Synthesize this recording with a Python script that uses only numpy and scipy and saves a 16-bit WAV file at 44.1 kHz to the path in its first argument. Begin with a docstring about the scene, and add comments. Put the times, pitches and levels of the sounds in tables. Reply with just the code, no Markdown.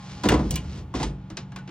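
"""A full plastic bottle tumbles down inside an open steel vending machine, slides along the chute
and lands in the tray. Each impact excites the modes of the steel and of the hollow cabinet, so the
cabinet booms and the panels clang; sliding friction adds a grainy hiss and a low rumble.
The release mechanism and loose metal click, and a refrigeration motor hums underneath."""
import sys
import numpy as np
from scipy import signal
from scipy.fft import rfft, irfft
from scipy.io import wavfile
from scipy.ndimage import uniform_filter1d

SR = 44100
rng = np.random.default_rng(int(sys.argv[2]) if len(sys.argv) > 2 else 0)


def pcm_store(signal):
    """Save signal as 16-bit PCM."""
    levels = np.round(np.clip(np.atleast_2d(signal), -1, 1) * 32767)
    wavfile.write(sys.argv[1], SR, levels.astype(np.int16).T)


N = 74970
TIME = np.arange(N) / SR
BAND_EDGES_HZ = 28 * 2 ** (np.arange(29) / 3)
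BAND_CENTRES_HZ = np.sqrt(BAND_EDGES_HZ[1:] * BAND_EDGES_HZ[:-1])

# Likeness of the noise in the two channels: frequency_hz, correlation
COHERENCE = [(60, .999), (200, .999), (400, 0.96), (700, 0.59), (1400, 0.79), (3000, 0.76), (7000, 1),
             (15000, 1)]
# Motor hum, and the whine before and after the mechanism lets go: pitch_hz, level_db
HUM_TONES = [(118.4, -49.5), (140.0, -45.5), (187.5, -45.5)]
VENDING_TONES = [(818, -60), (840, -57), (1061, -58), (1175, -63), (1421, -68)]
IDLE_TONES = [(845.2, -62), (1141, -80), (1437, -74)]
# Third-octave spectra of fan and room, friction, chute rumble, blows and clicks: frequency_hz, level_db
FAN_SPECTRUM = [(25, -63.5), (50, -61), (80, -66), (130, -49), (200, -55.5), (300, -68.5), (600, -67.5),
                (900, -62), (1500, -72.5), (3000, -70), (5000, -81), (8000, -87), (11000, -108),
                (16000, -104)]
FRICTION_SPECTRUM = [(200, -20), (500, -14.5), (1050, -9.5), (1800, -10), (3000, -7), (5500, -6),
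                     (8000, -14.5), (11000, -49.5), (15000, -31.5)]
RUMBLE_SPECTRUM = [(30, -26), (50, -12), (70, 0.5), (110, -9), (180, -8.5), (280, -8.5), (500, -18),
                   (1000, -24.5), (3000, -35.5)]
BLOW_SPECTRUM = [(30, -24), (48, -13), (70, -3), (110, -7), (180, -10.5), (300, -10.5), (560, -11),
                 (950, -7.5), (1400, -12.5), (2200, -11.5), (3300, -7.5), (5000, -8), (8000, -10),
                 (11000, -38), (15000, -17.5)]
CLICK_SPECTRUM = [(60, -3.5), (300, -13), (600, -14), (1400, -7), (2200, -10.5), (3300, -6.5), (6000, -3),
                  (8500, -0.5), (11500, -2.5), (15000, -4)]
# Envelopes of the bottle rubbing and drumming on the chute: time_s, level_db
FRICTION_ENVELOPE = [(0, -54.5), (.08, -50.5), (.115, -47.5), (.15, -50), (.23, -52.5), (.45, -51),
                     (.65, -58.5), (.72, -51), (.795, -51), (.83, -63.5), (.88, -90), (.935, -68),
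                     (.955, -36.5), (.99, -43), (1.022, -39.5), (1.06, -52), (1.15, -75), (1.7, -72)]
RUMBLE_ENVELOPE = [(0, -87), (.1, -52), (.14, -45), (.23, -47), (.6, -40), (.68, -45), (.8, -39),
                   (.86, -46), (.93, -49), (1.2, -58.5), (1.7, -61)]
# Impacts of the bottle on sheet metal: start_s, boom_db, thud_db, clang_db, crack_db, note_hz, note_db,
# drum_hz, drum_db, drum_t60_s, lower_cavity_db, upper_cavity_db
BOTTLE_IMPACTS = [(0.2353, -51, -36, -24.5, -30.5, 983, -31.5, 68, -52, 0.15, -42.5, -39),
                  (0.2395, -31.5, -25, -26.5, -33.5, 686, -31, 67.4, -41.5, 0.15, -18, -15),
                  (0.2536, -32, -18.5, -23.5, -29.5, 486, -21.5, 67, -22, 0.14, -7.5, -10),
                  (0.287, -24, -16.5, -23.5, -26.5, 3568, -18, 62.3, -11.5, 0.16, -32, -17),
                  (0.303, -30.5, -11, -24, -30, 111, -9.5, 61, -13.5, 0.11, -22, -39),
                  (0.3193, -23.5, -21, -19, -28, 425, -16, 143, -10, 0.1, -10, -10),
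                  (0.3396, -29, -18.5, -20, -33.5, 980, -38, 66.6, -7.5, 0.15, -16.5, -8.5),
                  (0.392, -31, -40, -27.5, -44.5, 349, -21, 54.6, -18.5, 0.14, -28, -16),
                  (0.404, -34, -28.5, -37.5, -52, 890, -32, 149.7, -16.5, 0.12, -11.5, -51),
                  (0.449, -28.5, -25.5, -45, -55, 336, -25.5, 57.6, -14.5, 0.25, -20, -27.5),
                  (0.511, -32, -42.5, -36.5, -61, 494, -35.5, 64.5, -18, 0.15, -21, -41),
                  (0.527, -27.5, -38, -42, -60, 156, -17, 64.8, -19, 0.14, -20, -34.5),
                  (0.640, -33.5, -42, -48, -58, 139, -37, 76.5, -24, 0.35, -42, -51),
                  (0.9396, -38, -31.5, -29.5, -42.5, 1070, -27.5, 57.5, -22.5, 0.32, -22, -32.5),
                  (0.949, -33, -21.5, -36, -48, 261, -19.5, 124, -28, 0.11, -28, -22.5),
                  (0.999, -35, -22, -28.5, -37.5, 146, -27, 54, -46, 0.2, -23, -33),
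                  (1.014, -35, -41, -43, -53, 740, -29, 52.5, -25, 0.2, -36, -31),
                  (1.0291, -27, -27.5, -32.5, -28, 880, -21, 52.7, -20, 0.34, -32, -26),
                  (1.048, -33, -38, -48, -66, 153, -27, 53, -33, 0.3, -24, -26.5),
                  (1.086, -43, -43, -60, -70, 147.6, -23, 50, -40, 0.21, -39, -37.5)]
# Impacts of latches and loose metal: start_s, knock_db, ring_db, clink_db, snap_db, sizzle_db,
# note_hz, note_db, note_t60_s
METAL_IMPACTS = [(0.288, -71, -17, -23, -28.5, -25.5, 2830, -17, 0.048),
                 (0.508, -53, -47.5, -35, -31.5, -24, 3250, -33, 0.044),
                 (0.5403, -46, -49, -38.5, -42.5, -47, 4900, -35, 0.035),
                 (0.5569, -49, -43, -30.5, -32.5, -24, 2860, -47, 0.079),
                 (0.5611, -53, -48, -27, -56, -46, 1039, -39.5, 0.17),
                 (0.577, -56, -52, -39, -59, -52, 2420, -41.5, 0.063),
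                 (1.301, -34.5, -41.5, -44, -47.5, -62, 320, -36, 0.23),
                 (1.370, -32, -33.5, -33, -31, -63, 2530, -38, 0.066),
                 (1.5195, -43.5, -43.5, -51.5, -54.5, -79, 1640, -49.5, 0.072),
                 (1.5606, -37.5, -37.5, -36.5, -44.5, -52, 1102, -34, 0.038),
                 (1.586, -47, -49, -52, -57, -64, 1482, -42.5, 0.13),
                 (1.676, -39, -45.5, -45, -51.5, -81, 3260, -53, 0.095),
                 (1.690, -50, -41, -46, -57, -76, 340, -35, 0.1)]
# Frequencies of the columns boom to crack, and knock to sizzle
BLOW_DRIVE_HZ, CLICK_DRIVE_HZ = [70, 270, 900, 3600], [300, 1300, 2700, 5500, 14000]
# Two-stage decay of the cabinet, before decay_scale: frequency_hz, early_t60_s, tail_t60_s, tail_db
CABINET_DECAY = [(50, 0.28, 1, -16.5), (150, 0.13, 0.66, -3.5), (314, 0.19, 0.63, -7),
                 (880, 0.097, 0.44, -9.5), (2900, 0.049, 0.22, -5), (6900, 0.056, 0.18, -6),
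                 (14900, 0.042, 0.16, -27)]
# The two boxy resonances of the hollow cabinet: pitch_hz, t60_s
CAVITY_MODES = [(205, 0.078), (308, 0.082)]
# Modes of the steel panels, and of the latches and loose parts: pitch_hz, level_db, t60_s
PANEL_MODES = [(52.3, -16, 0.76), (70, -9.5, 0.25), (156, -9.5, 0.45), (200.3, -12, 0.16),
               (309, -13.5, 0.42), (336, -17.5, 0.27), (390.2, -8.5, 0.22), (441.3, -11.5, 0.19),
               (491, -15.5, 0.13), (746.6, -12, 0.19), (990, -11, 0.19), (1403, -18.5, 0.12),
               (2028, -9, 0.1)]
LATCH_MODES = [(372.6, -9, 0.17), (691, -13.5, 0.11), (1027, -19.5, 0.086), (1450, -21, 0.099),
               (1540, -14.5, 0.093), (2356, -22, 0.15), (2570, -15, 0.088), (2830, -28, 0.07),
               (2880, -13, 0.16), (3570, -23, 0.091), (5880, -10.5, 0.058)]


def from_db(db):
    """Amplitude grows tenfold for every 20 decibels."""
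    return 10 ** (np.asarray(db) / 20)


def at_hz(table, hz, column=1):
    """Spectral curves are interpolated on a logarithmic frequency axis."""
    table = np.array(table)
    return np.interp(np.log(hz), np.log(table[:, 0]), table[:, column])


def wander(smoothing_s):
    """Averaging white noise twice leaves a smooth fluctuation, scaled here to unit power."""
    size = max(int(smoothing_s * SR), 2)
    drift = rng.standard_normal(N)
    for _ in range(2):
        drift = uniform_filter1d(drift, size, mode="wrap")
    return drift / np.sqrt(np.mean(drift ** 2) + 1e-20)


def noise_bands():
    """The ratio of mid to side power sets the stereo coherence of each third-octave noise band."""
    bands = []
    for low, high, hz in zip(BAND_EDGES_HZ, BAND_EDGES_HZ[1:], BAND_CENTRES_HZ):
        bandpass = signal.butter(2, [low, high], "band", fs=SR, output="sos")
        noise = signal.sosfilt(bandpass, rng.standard_normal((2, N + SR // 2)))[:, -N:]
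        running_power = uniform_filter1d(noise ** 2, int(2 * SR / (high - low)))
        mid, side = noise / np.sqrt(running_power + 1e-20)
        alike = np.clip(at_hz(COHERENCE, hz), 0, 1)
        bands.append(np.sqrt((1 + alike) / 2) * mid + np.sqrt((1 - alike) / 2) * np.array([side, -side]))
    return bands


def coloured_noise(spectrum):
    """Weighted bands superpose into steady stereo noise of a given spectrum."""
    return sum(from_db(at_hz(spectrum, hz)) * band for hz, band in zip(BAND_CENTRES_HZ, noise_bands()))


def wavering(tones, depth, smoothing_s):
    """Random amplitude and phase modulation spreads each tone into a narrow band."""
    out = 0
    for hz, db in tones:
        amplitude = np.sqrt(2) * from_db(db) * (1 + depth * wander(smoothing_s))
        phase = 2 * np.pi * (hz * TIME + rng.random()) + depth * wander(smoothing_s)
        out += amplitude * np.sin(phase)
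    return out


def motor_hum(release_s=0.2, fade_s=0.12):
    """Motor tones beat over broadband fan noise; the whine changes pitch as the bottle is let go."""
    released = np.clip((TIME - release_s) / fade_s, 0, 1)
    vending = wavering(VENDING_TONES, depth=0.4, smoothing_s=0.06)
    idle = wavering(IDLE_TONES, depth=0.4, smoothing_s=0.06)
    hum = wavering(HUM_TONES, depth=0.22, smoothing_s=0.063)
    return hum + (1 - released) * vending + released * idle + coloured_noise(FAN_SPECTRUM)


def bottle_slide(grain_db=2.0, grain_s=0.0013):
    """Sliding friction of plastic on steel makes grainy noise and drives the chute into a low rumble."""
    friction_db = np.interp(TIME, *np.transpose(FRICTION_ENVELOPE)) + grain_db * wander(grain_s)
    rumble_db = np.interp(TIME, *np.transpose(RUMBLE_ENVELOPE))
    friction = from_db(friction_db) * coloured_noise(FRICTION_SPECTRUM)
    return friction + from_db(rumble_db) * coloured_noise(RUMBLE_SPECTRUM)


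def excitation(impact, drive_hz, hz):
    """The spectrum of an impact sets how strongly it drives each frequency."""
    return from_db(np.interp(np.log(hz), np.log(drive_hz), impact[1:1 + len(drive_hz)]))


def cabinet_clatter(impacts, drive_hz, spectrum, rise_cycles, decay_scale):
    """Densely overlapping modes act as noise with a two-stage decay; separate impacts add in power."""
    out = 0
    for hz, band in zip(BAND_CENTRES_HZ, noise_bands()):
        early_t60, tail_t60, tail_db = (at_hz(CABINET_DECAY, hz, column) for column in (1, 2, 3))
        early = from_db(-60 * TIME / (decay_scale * early_t60))
        tail = from_db(tail_db - 60 * TIME / (decay_scale * tail_t60))
        rise = 1 - np.exp(-TIME * hz / rise_cycles)
        power_response = (early ** 2 + tail ** 2) * rise ** 2
        power = np.zeros(N)
        for impact in impacts:
            start = int(impact[0] * SR)
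            power[start:] += excitation(impact, drive_hz, hz) ** 2 * power_response[:N - start]
        out += from_db(at_hz(spectrum, hz)) * np.sqrt(power) * band
    return out


def resonator(impulses, hz, t60, rise_cycles=0.9):
    """The difference of two damped oscillations is a tone that swells briefly, then decays."""
    omega = 2 * np.pi * hz / SR
    loss = np.log(1000) / (t60 * SR)
    slow, fast = (signal.lfilter([0, r * np.sin(omega)], [1, -2 * r * np.cos(omega), r * r],
                                 impulses + 1e-18)
                  for r in np.exp([-loss, -loss - hz / (rise_cycles * SR)]))
    return slow - fast


def metal_ringing(impacts, drive_hz, modes, overtones=36, overtone_db=-21, spread_db=3):
    """Modal superposition: each impact rings strong modes and weak overtones in its own proportions."""
    overtone_hz = np.geomspace(804.2, 8465, overtones) * np.exp(0.03 * rng.standard_normal(overtones))
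    weak_modes = [(hz, overtone_db, 0.19 * (hz / 1000) ** 0.011) for hz in overtone_hz]
    out = np.zeros((2, N))
    for hz, db, t60 in list(modes) + weak_modes:
        impulses = np.zeros(N)
        for impact, scatter_db in zip(impacts, spread_db * rng.standard_normal(len(impacts))):
            impulses[int(impact[0] * SR)] = excitation(impact, drive_hz, hz) * from_db(db + scatter_db)
        pan_db = -1.5 * min(hz / 1000, 1) * rng.standard_normal()   # low modes stay near the centre
        out += from_db([[pan_db], [-pan_db]]) * resonator(impulses, hz, t60)
    return out


def struck_tone(start_s, hz, db, t60):
    """A mode struck once vibrates freely at its natural frequency."""
    return from_db(db) * resonator(np.arange(N) == int(start_s * SR), hz, t60)


def bottle_blows():
    """Impact excitation: each blow rings the struck spot, drums a panel and drives cavity resonances."""
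    out = cabinet_clatter(BOTTLE_IMPACTS, BLOW_DRIVE_HZ, BLOW_SPECTRUM, rise_cycles=1.6, decay_scale=0.94)
    out += metal_ringing(BOTTLE_IMPACTS, BLOW_DRIVE_HZ, PANEL_MODES)
    for start_s, *_, note_hz, note_db, drum_hz, drum_db, drum_t60, lower_db, upper_db in BOTTLE_IMPACTS:
        note_t60 = 0.063 * (note_hz / 1000) ** -0.32   # lower notes ring longer
        out += struck_tone(start_s, note_hz, note_db, note_t60)
        out += struck_tone(start_s, drum_hz, drum_db, drum_t60)
        for (hz, t60), db in zip(CAVITY_MODES, (lower_db, upper_db)):
            out += struck_tone(start_s, hz, db, t60)
    return out


def metal_clicks(tick_gain=2.12, tick_decay_s=0.00045):
    """A brief, hard contact has a wide spectrum: a sharp tick, then a short bright ring."""
    envelope = np.zeros(N)
    for start_s, _, _, _, snap_db, *_ in METAL_IMPACTS:
        start = int(start_s * SR)
        envelope[start:] += tick_gain * from_db(snap_db) * np.exp(-TIME[:N - start] / tick_decay_s)
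    bandpass = signal.butter(2, [1500, 8000], "band", fs=SR, output="sos")
    ticks = signal.sosfilt(bandpass, envelope * rng.standard_normal(N) + 1e-18)
    body = cabinet_clatter(METAL_IMPACTS, CLICK_DRIVE_HZ, CLICK_SPECTRUM,
                           rise_cycles=2.4, decay_scale=0.7)
    notes = sum(struck_tone(start_s, hz, db, t60) for start_s, *_, hz, db, t60 in METAL_IMPACTS)
    return ticks + body + notes + metal_ringing(METAL_IMPACTS, CLICK_DRIVE_HZ, LATCH_MODES)


def scene(right_lag_s=0.000045):
    """The sources superpose and reach the right microphone a moment after the left."""
    left, right = bottle_blows() + metal_clicks() + bottle_slide() + motor_hum()
    delay = np.exp(-2j * np.pi * np.fft.rfftfreq(2 * N, 1 / SR) * right_lag_s)
    return np.array([left, irfft(rfft(right, 2 * N) * delay)[:N]])


def record(dry, low_cut_hz=40.6, high_cut_hz=17200):
    """Band limiting: the microphone drops the deepest bass, and the top is cut steeply."""
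    highpass = signal.butter(4, low_cut_hz, "high", fs=SR, output="sos")
    lowpass = signal.cheby2(12, 70, high_cut_hz, fs=SR, output="sos")
    return signal.sosfilt(lowpass, signal.sosfilt(highpass, dry))


dry = scene()
out = record(dry)
pcm_store(out)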